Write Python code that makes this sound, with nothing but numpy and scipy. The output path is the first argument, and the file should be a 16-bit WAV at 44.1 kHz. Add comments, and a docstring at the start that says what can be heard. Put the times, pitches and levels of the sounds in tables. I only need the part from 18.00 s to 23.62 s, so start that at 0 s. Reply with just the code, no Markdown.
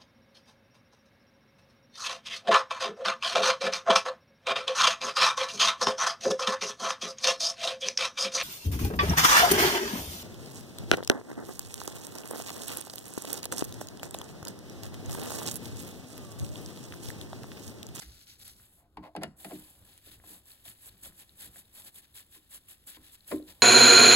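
"""A glove rustles on a screwdriver handle, with steel clicks, knocks and scrapes on a vehicle's bodywork.
The rustle is filtered noise and random slips that swell with each twist; part of it passes into the panel.
Blows crack, crunch and ring the panel modes, soft thuds ring the low ones, and the bit ticks in the screw.
A quiet garage answers with a short tail over a low rumble and faint microphone hiss.
Two microphone ports hear it all a few centimetres apart."""
import sys
import numpy as np
from scipy import signal
from scipy.fft import rfft, irfft
from scipy.io import wavfile
from scipy.ndimage import uniform_filter1d

SR = 44100
rng = np.random.default_rng(int(sys.argv[2]) if len(sys.argv) > 2 else 0)


def transcribe(u):
    """Save the signal u as a 16-bit wav file named by the first command-line argument.

    u: samples, shape (n,) or (channels, n), limited to [-1, 1]; the rate is SR.
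    q: integer samples, one column per channel.
    """
    v = np.clip(np.atleast_2d(u).T, -1, 1)
    q = np.round(v * 32767).astype(np.int16)
    wavfile.write(sys.argv[1], SR, q)


def rack_gain(trim_db):
    """Turn a fader trim in dB into the linear factor to multiply a signal by."""
    fader = np.asarray(trim_db, float)
    return 10 ** (fader / 20)


N = 247842  # length in samples

# spectrum of the crisp rustle and of the fine grit in a scrape: hz, level_db (relative)
CRISP_SPECTRUM = [(4500, -14), (6100, -15), (8000, -2), (10300, 0.5), (13000, -2), (15500, -10)]
# spectrum of the dense high panel modes: hz, level_db (relative)
CRUNCH_SPECTRUM = [(600, -80), (1300, 2.5), (2000, 6.5), (3000, -2), (4500, -4), (7000, -29)]


def evened(x):
    """Scales to rms 1."""
    return x / np.sqrt(np.mean(x ** 2) + 1e-20)


def curve(rows):
    """Draws straight lines between the rows of a time table: one value a sample for each column."""
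    s, *columns = np.transpose(rows)
    return [np.interp(np.arange(N) / SR, s, c) for c in columns]


def swell(t, peak_s, rise_s, fall_s):
    """A rounded hump, 1 at its peak and a third of that one rise before or one fall after."""
    away = np.where(t < peak_s, (peak_s - t) / rise_s, (t - peak_s) / fall_s)
    return np.exp(-1.1 * np.minimum(away, 4) ** 2.58)


def coloured(x, points):
    """Filters by a (Hz, dB) spectrum, then scales to rms 1."""
    hz, db = np.transpose(points)
    log_hz = np.log(np.fft.rfftfreq(N, 1 / SR) + 1)
    gain = rack_gain(np.interp(log_hz, np.log(hz + 1), db))
    return evened(irfft(rfft(x) * gain, N))


def add(mix, start_s, sound):
    """Mixes a sound in from start_s on, cut off at the end of the mix."""
    part = mix[..., round(start_s * SR):][..., :sound.shape[-1]]
    part += sound[..., :part.shape[-1]]


def crackle(per_s, spread_db):
    """Random single-sample slips, a few of them large, scaled to rms 1."""
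    size = rack_gain(spread_db * np.minimum(rng.exponential(1, (2, N)), 3))
    kicks = size * rng.standard_normal((2, N))
    return evened(kicks * (rng.random((2, N)) < per_s / SR))


def glove():
    """Dense micro-slips of rubber on plastic swell and fade with each twist and flutter within it."""
    # twists of the glove on the handle: peak_s, rustle_db, rise_s, fall_s, dull_db (against rustle_db)
    strokes = [(0.004, -56.5, 0.008, 0.049, 0.5), (0.231, -68.5, 0.6, 0.014, 5.5),
               (0.295, -62, 0.03, 0.049, 8), (0.416, -55.5, 0.02, 0.019, -0.5),
               (0.468, -51, 0.028, 0.049, -3.5), (0.655, -64, 0.099, 0.01, -7.5),
               (0.779, -67, 0.11, 0.04, -32), (1.414, -52.5, 0.038, 0.31, -5.5),
               (1.549, -73, 0.018, 0.029, 8.5), (1.899, -63.5, 0.057, 0.12, 1),
               (2.077, -58.5, 0.039, 0.025, 2), (2.117, -56, 0.01, 0.041, 1),
               (2.309, -51, 0.059, 0.069, -6), (2.5, -56.5, 0.038, 0.048, -5),
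               (2.666, -48.5, 0.019, 0.054, -5), (2.885, -50.5, 0.07, 0.011, -11),
               (3.044, -45.5, 0.02, 0.042, -7), (3.223, -53, 0.05, 0.012, -4),
               (3.423, -48, 0.042, 0.054, -3), (3.587, -52.5, 0.056, 0.031, -8.5),
               (3.775, -49.5, 0.034, 0.053, -5.5), (3.869, -48.5, 0.025, 0.022, -4),
               (3.986, -50, 0.043, 0.019, -9), (4.044, -70.5, 0.03, 0.0088, 8),
               (4.168, -49, 0.022, 0.049, -4), (4.35, -55.5, 0.035, 0.033, -3),
               (4.543, -47, 0.033, 0.035, -4.5), (4.71, -50.5, 0.025, 0.031, -4),
               (4.877, -46.5, 0.01, 0.047, -5.5), (4.96, -60.5, 0.032, 0.0085, 8),
               (5.064, -63, 0.037, 0.052, 4), (5.144, -54.5, 0.019, 0.017, -5),
               (5.301, -47.5, 0.029, 0.068, -6.5), (5.488, -57, 0.018, 0.036, 4)]
    # creep of the grip between strokes; the hand is off while the tip seeks the screw: time_s, grip_db
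    grip = [(0, 3.5), (.6, 1.5), (.8, -6), (.84, -16), (.96, -16), (1.13, -14.5), (1.34, -25), (1.38, -31),
            (1.7, -1), (1.96, -9), (2.02, -5), (2.2, 2), (2.38, -2.5), (2.43, -2), (2.52, 1), (2.62, 5),
            (2.8, 5), (3.3, 2.5), (4.07, -0.5), (4.9, 1.5), (5.2, 1.5), (5.44, 4), (5.62, 5.5)]
    # creep of crisp rustle, dull rustle and panel: level_db (at grip 0), db_per_grip_db
    creep = [(-69, 1.0), (-69.5, 0.78), (-81, 0)]
    # lean of the tool on the bodywork, passing rustle into the panel: time_s, level_db
    lean = [(0, -2.5), (.3, -9), (.7, -0.5), (.9, -1.5), (1.4, 9.5), (1.9, 6.5), (2.05, -9.5), (2.3, 10),
            (2.5, 0.5), (3.0, 2), (3.5, 3), (3.85, 6.5), (4.0, -0.5), (4.55, -6.5), (4.75, -1), (5.0, 0.5),
            (5.15, -4), (5.35, 6.5), (5.62, 11)]
    # dull rustle while reaching, hand open: hz, level_db (relative)
    loose_spectrum = [(600, -75), (1400, -2), (2500, 0.5), (4200, 7.5), (5600, 2.5), (6800, -2),
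                      (8500, -11)]
    # dull rustle while gripping: hz, level_db (relative)
    gripped_spectrum = [(300, -42), (800, -15.5), (1450, -6), (1740, 2), (2050, -2.5), (2600, 0), (3600, 5),
                        (4600, -0.5), (6100, -9.5), (8000, -8)]
    gripped_s = 0.6
    dull_lag_s, dull_rise, dull_fall = 0.0044, 0.92, 0.96  # rise and fall as shares of the stroke's
    into_panel_db = -20  # against the dull rustle, before the lean

    t, grip_db = np.arange(N) / SR, curve(grip)[0]
    level = rack_gain(np.array([db + share * grip_db for db, share in creep]))  # rows: crisp, dull, panel
    for peak_s, db, rise_s, fall_s, dull_db in strokes:
        first = max(round((peak_s - 3 * rise_s) * SR), 0)
        near = slice(first, round((peak_s + 3 * fall_s) * SR))
        level[0, near] += rack_gain(db) * swell(t[near], peak_s, rise_s, fall_s)
        late = swell(t[near], peak_s + dull_lag_s, dull_rise * rise_s, dull_fall * fall_s)
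        level[1:, near] += rack_gain(db + dull_db + np.array([[0], [into_panel_db]])) * late
    level[2] *= rack_gain(curve(lean)[0])

    slow = uniform_filter1d(rng.standard_normal((3, 1, N)), 250)
    flutter = rack_gain(1.8 * evened(slow))  # 1.8 dB rms
    fine, coarse, deep = (rng.standard_normal((2, N)) + 0.58 * crackle(per_s=1600.0, spread_db=4.0)
                          for _ in range(3))
    crisp = coloured(fine * flutter[0], CRISP_SPECTRUM)
    rough = coarse * flutter[1]
    dull = np.where(t < gripped_s, coloured(rough, loose_spectrum), coloured(rough, gripped_spectrum))
    panel = ring(0.0, -2.5, 0, spot_hz=700, spread=1.0)
    body = evened(signal.oaconvolve(deep * flutter[2], panel, axes=1)[:, :N])
    return level[0] * crisp + level[1] * dull + level[2] * body


def ring(deep_db, low_db, middle_db, spot_hz, spread=0.15, swell_s=0.0065):
    """Panel modes after one blow; low bending waves travel slowly and swell in late."""
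    # modes of the panel: hz, level_db (within its group), t60_s
    modes = [(151.3, -4.5, 0.19), (187.3, 0.5, 0.17), (217.2, -5.5, 0.17), (251.5, -5, 0.28),
             (275, -6.5, 0.15), (308.2, -1, 0.21), (352, -8.5, 0.18), (374, -1.5, 0.15), (421, -7, 0.072),
             (478, -4, 0.12), (565, 2.5, 0.073), (635.4, 2.5, 0.057), (690.5, 3, .05), (763, 1, 0.044),
             (827, -2, 0.024), (900, -5.5, 0.019), (972, 0.5, 0.027), (1050, -2, 0.062), (1188, -14, 0.11)]
    t = np.arange(SR // 2) / SR
    out = np.zeros((2, len(t)))
    for hz, db, t60_s in modes:
        middle = middle_db - 6 * (np.log(hz / spot_hz) / spread) ** 2  # the spot struck favours some modes
        group_db = deep_db if hz < 220 else low_db if hz < 520 else middle
        rise_s = 0.00036 + swell_s * (250 / hz) ** 2.0
        rise = 1 - np.exp(-(t / rise_s) ** 2)
        # each mode starts at a random phase, drawn anew for every ring and row
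        phase = 2 * np.pi * (hz * t + 0.3 * rng.standard_normal((2, 1)))
        out += rack_gain(group_db + db - 60 * t / t60_s) * rise * np.sin(phase)
    return out


def knocks():
    """Each blow: a short crack of steel, a crunch of dense high modes, the shaft and the ringing panel."""
    # blows on the panel: start_s, middle_db (modes from 520 Hz up), hard_db (crack against middle_db),
    # weight_db (modes of 220 to 520 Hz against middle_db), spot_hz (favoured by the spot struck)
    blows = [(0.02, -54, 16.5, -8, 810), (0.025, -60.5, 17.5, -4, 783), (0.971, -32.5, -22, -14.5, 900),
             (1.1514, -31, -32, -14.5, 840), (1.1638, -32.5, -8, -11, 760), (1.2205, -43.5, -13, 2.5, 624),
             (1.2340, -36, 9, -21, 634), (1.4465, -36, -1.5, -10, 748), (1.5175, -45.5, -4, 4.5, 640),
             (2.065, -58.5, -20, -3.5, 576), (2.2391, -52.5, -16, -10, 880), (2.655, -58, -27, -18, 640),
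             (3.0593, -55, -18, -13, 580), (3.5587, -55.5, 1, -11, 700), (4.3595, -59.5, -14, -6, 970),
             (4.9691, -53, -6, -4, 970), (5.3051, -51, 3, 3, 600), (5.3128, -40, -2, -25, 610),
             (5.3168, -30, -14, -10, 1065), (5.323, -31, -40, 6.5, 565), (5.397, -54.5, -16, 14.5, 570)]
    # steel on steel: hz, level_db (relative)
    crack_spectrum = [(3000, -4), (4500, 13), (6000, -6), (8000, 9.5), (10500, 11), (13000, -30),
                      (16000, -24)]
    # the singing steel shaft: hz, level_db (against the crack), t60_s
    shaft = (2884, -18, .12)
    # harder blows crunch more and reach the deepest modes: dB against middle_db, dB per dB of hardness
    crunch_db, crunch_per_hard, deep_db, deep_per_hard = -3, 0.54, -6.5, 0.52

    out, t = np.zeros((2, N)), np.arange(5000) / SR
    sharp = coloured(rng.standard_normal((2, N)), crack_spectrum)
    dense = coloured(rng.standard_normal((2, N)), CRUNCH_SPECTRUM)
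    crack_level, crunch_level = np.zeros((2, N))
    crack_fade = np.exp(-t / 0.0013) + 0.1 * np.exp(-t / 0.006)
    crunch_fade = np.exp(-t / 0.0061) + 0.23 * np.exp(-t / 0.019)
    shaft_hz, shaft_db, t60_s = shaft
    for start_s, db, hard_db, weight_db, spot_hz in blows:
        add(crack_level, start_s, rack_gain(db + hard_db) * crack_fade)
        add(crunch_level, start_s, rack_gain(db + crunch_db + crunch_per_hard * hard_db) * crunch_fade)
        shaft_level = rack_gain(db + hard_db + shaft_db - 60 * t / t60_s)
        add(out, start_s, shaft_level * np.sin(2 * np.pi * shaft_hz * t)[None])
        add(out, start_s, ring(db + deep_db + deep_per_hard * hard_db, db + weight_db, db, spot_hz))
    return out + crack_level * sharp + crunch_level * dense


def thuds():
    """Gloved knuckles and handle bump the panel softly and ring mostly the low modes."""
    # bumps: start_s, deep_db (modes under 220 Hz), low_db (modes of 220 to 520 Hz against deep_db)
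    bumps = [(.976, -41, -8), (1.166, -32.5, -8), (1.238, -34, -9), (1.526, -44, -4), (2.079, -60, -17),
             (2.252, -72, -4), (2.299, -63, 2), (2.93, -60.5, -26), (3.07, -56, -20), (3.331, -63, -12),
             (3.459, -59, -8), (4.358, -65.5, -1), (4.968, -75, -4)]
    out = np.zeros((2, N))
    for start_s, db, low_db in bumps:
        add(out, start_s, ring(db, db + low_db, db - 25, spot_hz=600, swell_s=0.0069))
    return out


def scrapes():
    """Uneven slips of the dragged tip drive the middle modes of the panel and crunch."""
    # tip dragged over the panel: peak_s, level_db, rise_s, fall_s
    drags = [(.81, -71.5, 0.036, 0.069), (1.049, -48, 0.023, 0.037), (1.223, -40.5, 0.011, 0.018),
             (1.519, -48, 0.024, 0.014)]
    t = np.arange(N) / SR
    level = sum(rack_gain(db) * swell(t, peak_s, rise_s, fall_s) for peak_s, db, rise_s, fall_s in drags)
    slips = crackle(per_s=3300.0, spread_db=2.5)
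    body = ring(-32, -17.0, 0, spot_hz=787, spread=0.31)
    driven = signal.oaconvolve(level * slips, body / np.linalg.norm(body[0]), axes=1)[:, :N]
    crunch = rack_gain(-8.5) * coloured(slips, CRUNCH_SPECTRUM)
    grit = rack_gain(-24.5) * coloured(slips, CRISP_SPECTRUM)
    return driven + level * (crunch + grit)


def ticks():
    """The bit in the screw head: a few damped cycles plus a wide snap that grows with pitch."""
    # ticks: start_s, level_db, pitch_hz
    clicks = [(0.132, -49.5, 4100), (0.214, -46.5, 4250), (0.233, -53, 4410), (0.402, -50, 4050),
              (0.41, -50, 4100), (0.598, -52.5, 1480), (0.691, -65, 1310), (1.648, -53, 4570),
              (1.978, -43, 8700), (2.2, -58, 760), (2.2, -49.5, 1810), (2.238, -55, 1510),
              (2.457, -48.5, 8100), (2.518, -42.5, 4260), (2.654, -41, 3600), (2.86, -42, 8000),
              (2.893, -43.5, 4160), (3.036, -39, 8240), (3.084, -45, 8500), (3.123, -54, 1740),
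              (3.199, -44, 7670), (3.294, -44, 4000), (3.409, -42, 7570), (3.559, -44.5, 1700),
              (3.654, -52, 3830), (3.768, -50, 7640), (3.958, -42.5, 3400), (3.985, -45, 8160),
              (4.142, -51, 3650), (4.153, -55, 8170), (4.513, -50, 8100), (4.685, -47, 2960),
              (4.702, -47, 3750), (4.873, -43.5, 7520), (5.207, -47, 4100), (5.246, -53, 4000),
              (5.383, -46, 3860), (5.426, -50, 3980), (5.535, -53, 4000)]
    out, t = np.zeros((2, N)), np.arange(300) / SR
    soft_start = t / 0.0004 * np.exp(1 - t / 0.0004)  # peaks after 0.4 ms
    for start_s, db, hz in clicks:
        snap = (hz / 8000) ** 2 * rng.standard_normal((2, len(t))) * np.exp(-t / 0.00033)
        cycles = np.sin(2 * np.pi * hz * t) * soft_start
        add(out, start_s, rack_gain(db) * (cycles + snap))
    return out


def garage(x):
    """Sparse reflections of random sign from 3 ms on; the lower part dies first, the treble lingers."""
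    t = np.arange(SR // 2) / SR
    signs = rng.choice([-1., 1.], (2, len(t)))
    taps = signs * (rng.random((2, len(t))) < 0.05) * (t > 0.003)
    low = uniform_filter1d(taps, 20)
    low_tail = 1.2 * evened(low) * rack_gain(-60 * t / 0.15)  # t60 0.15 s
    treble_tail = 0.5 * evened(taps - low) * rack_gain(-60 * t / 0.36)  # t60 0.36 s
    tail = low_tail + treble_tail
    return signal.oaconvolve(x, tail / np.linalg.norm(tail[0]), axes=1)[:, :N]


def rumble():
    """Low room noise that swells, one deep bump near the start, and faint microphone hiss."""
    # swells as hand and body shift: peak_s, level_db, rise_s, fall_s
    swells = [(.1, -64.5, 0.047, 0.098), (.48, -68.5, 0.11, 0.17), (1.0, -63, .04, 0.044),
              (1.21, -59.5, 0.024, 0.14), (1.58, -60, .09, 0.062), (1.8, -67, 0.026, 0.085),
              (2.101, -67.5, 0.056, 0.19), (2.7, -68, 0.033, 0.034), (2.95, -67, 0.06, 0.016),
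              (3.1, -62, 0.073, 0.048), (3.33, -73, 0.039, 0.015), (3.46, -62, 0.015, 0.084),
              (5.01, -63.5, 0.017, 0.021), (5.34, -58, 0.03, .06), (5.48, -66, 0.015, 0.055)]
    # spectrum of the rumble: hz, level_db (relative, per Hz)
    air_spectrum = [(12, -3), (20, -22), (49, 3), (78, 2.5), (113, 1), (154, -7), (373, -11), (424, -16.5),
                    (857, -22), (1500, -21), (1950, -45), (3300, -120)]
    # the deep bump: foot_s (one rise before its peak), level_db, pitch_hz, rise_s, fall_s
    deep_bump = (.05, -48, 60, .035, .025)
    steady_db, hiss_db = -68.5, -91

    t = np.arange(N) / SR
    level = rack_gain(steady_db) + sum(rack_gain(db) * swell(t, peak_s, rise_s, fall_s)
                                 for peak_s, db, rise_s, fall_s in swells)
    foot_s, db, hz, rise_s, fall_s = deep_bump
    bump = rack_gain(db) * swell(t, foot_s + rise_s, rise_s, fall_s) * np.sin(2 * np.pi * hz * t)
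    air = level * coloured(rng.standard_normal((2, N)), air_spectrum)
    return bump + air + rack_gain(hiss_db) * rng.standard_normal((2, N))


def scene():
    """Row 0 is what the left port hears, row 1 a twin of the same events with noise of its own."""
    hits = knocks() + thuds() + scrapes() + ticks()
    return hits + rack_gain(-15.5) * garage(hits) + glove() + rumble()


def low_pass(x):
    """Removes everything above the highest recorded frequency."""
    return signal.sosfilt(signal.butter(12, 16850, fs=SR, output="sos"), x)


def record(dry):
    """The right port hears a phase-shifted share of the left sound plus a share of its own, band-limited."""
    # right port against left: hz, lead_rad, level_db, likeness (0-1)
    ports = [(0, 0, 0, .88), (100, 0, 0, .9), (160, 0, 0, .975), (350, -.15, -.3, .94),
             (700, -.4, -.7, .86), (1200, -.7, -2.5, .8), (1800, -1.3, -3.5, .68), (3300, -2.4, -5.5, .68),
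             (4300, -.7, -6, .3), (4700, 2.3, -3, .3), (5300, 3.14, 0, .9), (6200, 5.1, 0, .5),
             (6900, 6.28, 0, .99), (9100, 9.42, 0, .99), (13550, 15.7, 0, .99), (15800, 18.9, 0, .99)]
    edge_hz = 15850  # both ports hear only what lies below
    hz = np.fft.rfftfreq(N, 1 / SR)
    at_hz, *columns = np.transpose(ports)
    lead_rad, db, same = (np.interp(hz, at_hz, c) for c in columns)
    same = np.clip(same, 0, 1)
    left, own = rfft(dry) * (hz < edge_hz)
    blend = same * left + np.sqrt(1 - same ** 2) * own
    right = rack_gain(db) * np.exp(1j * lead_rad) * blend
    mix = irfft(np.array([left, right]), N)
    return low_pass(mix)


dry = scene()
out = record(dry)
transcribe(out)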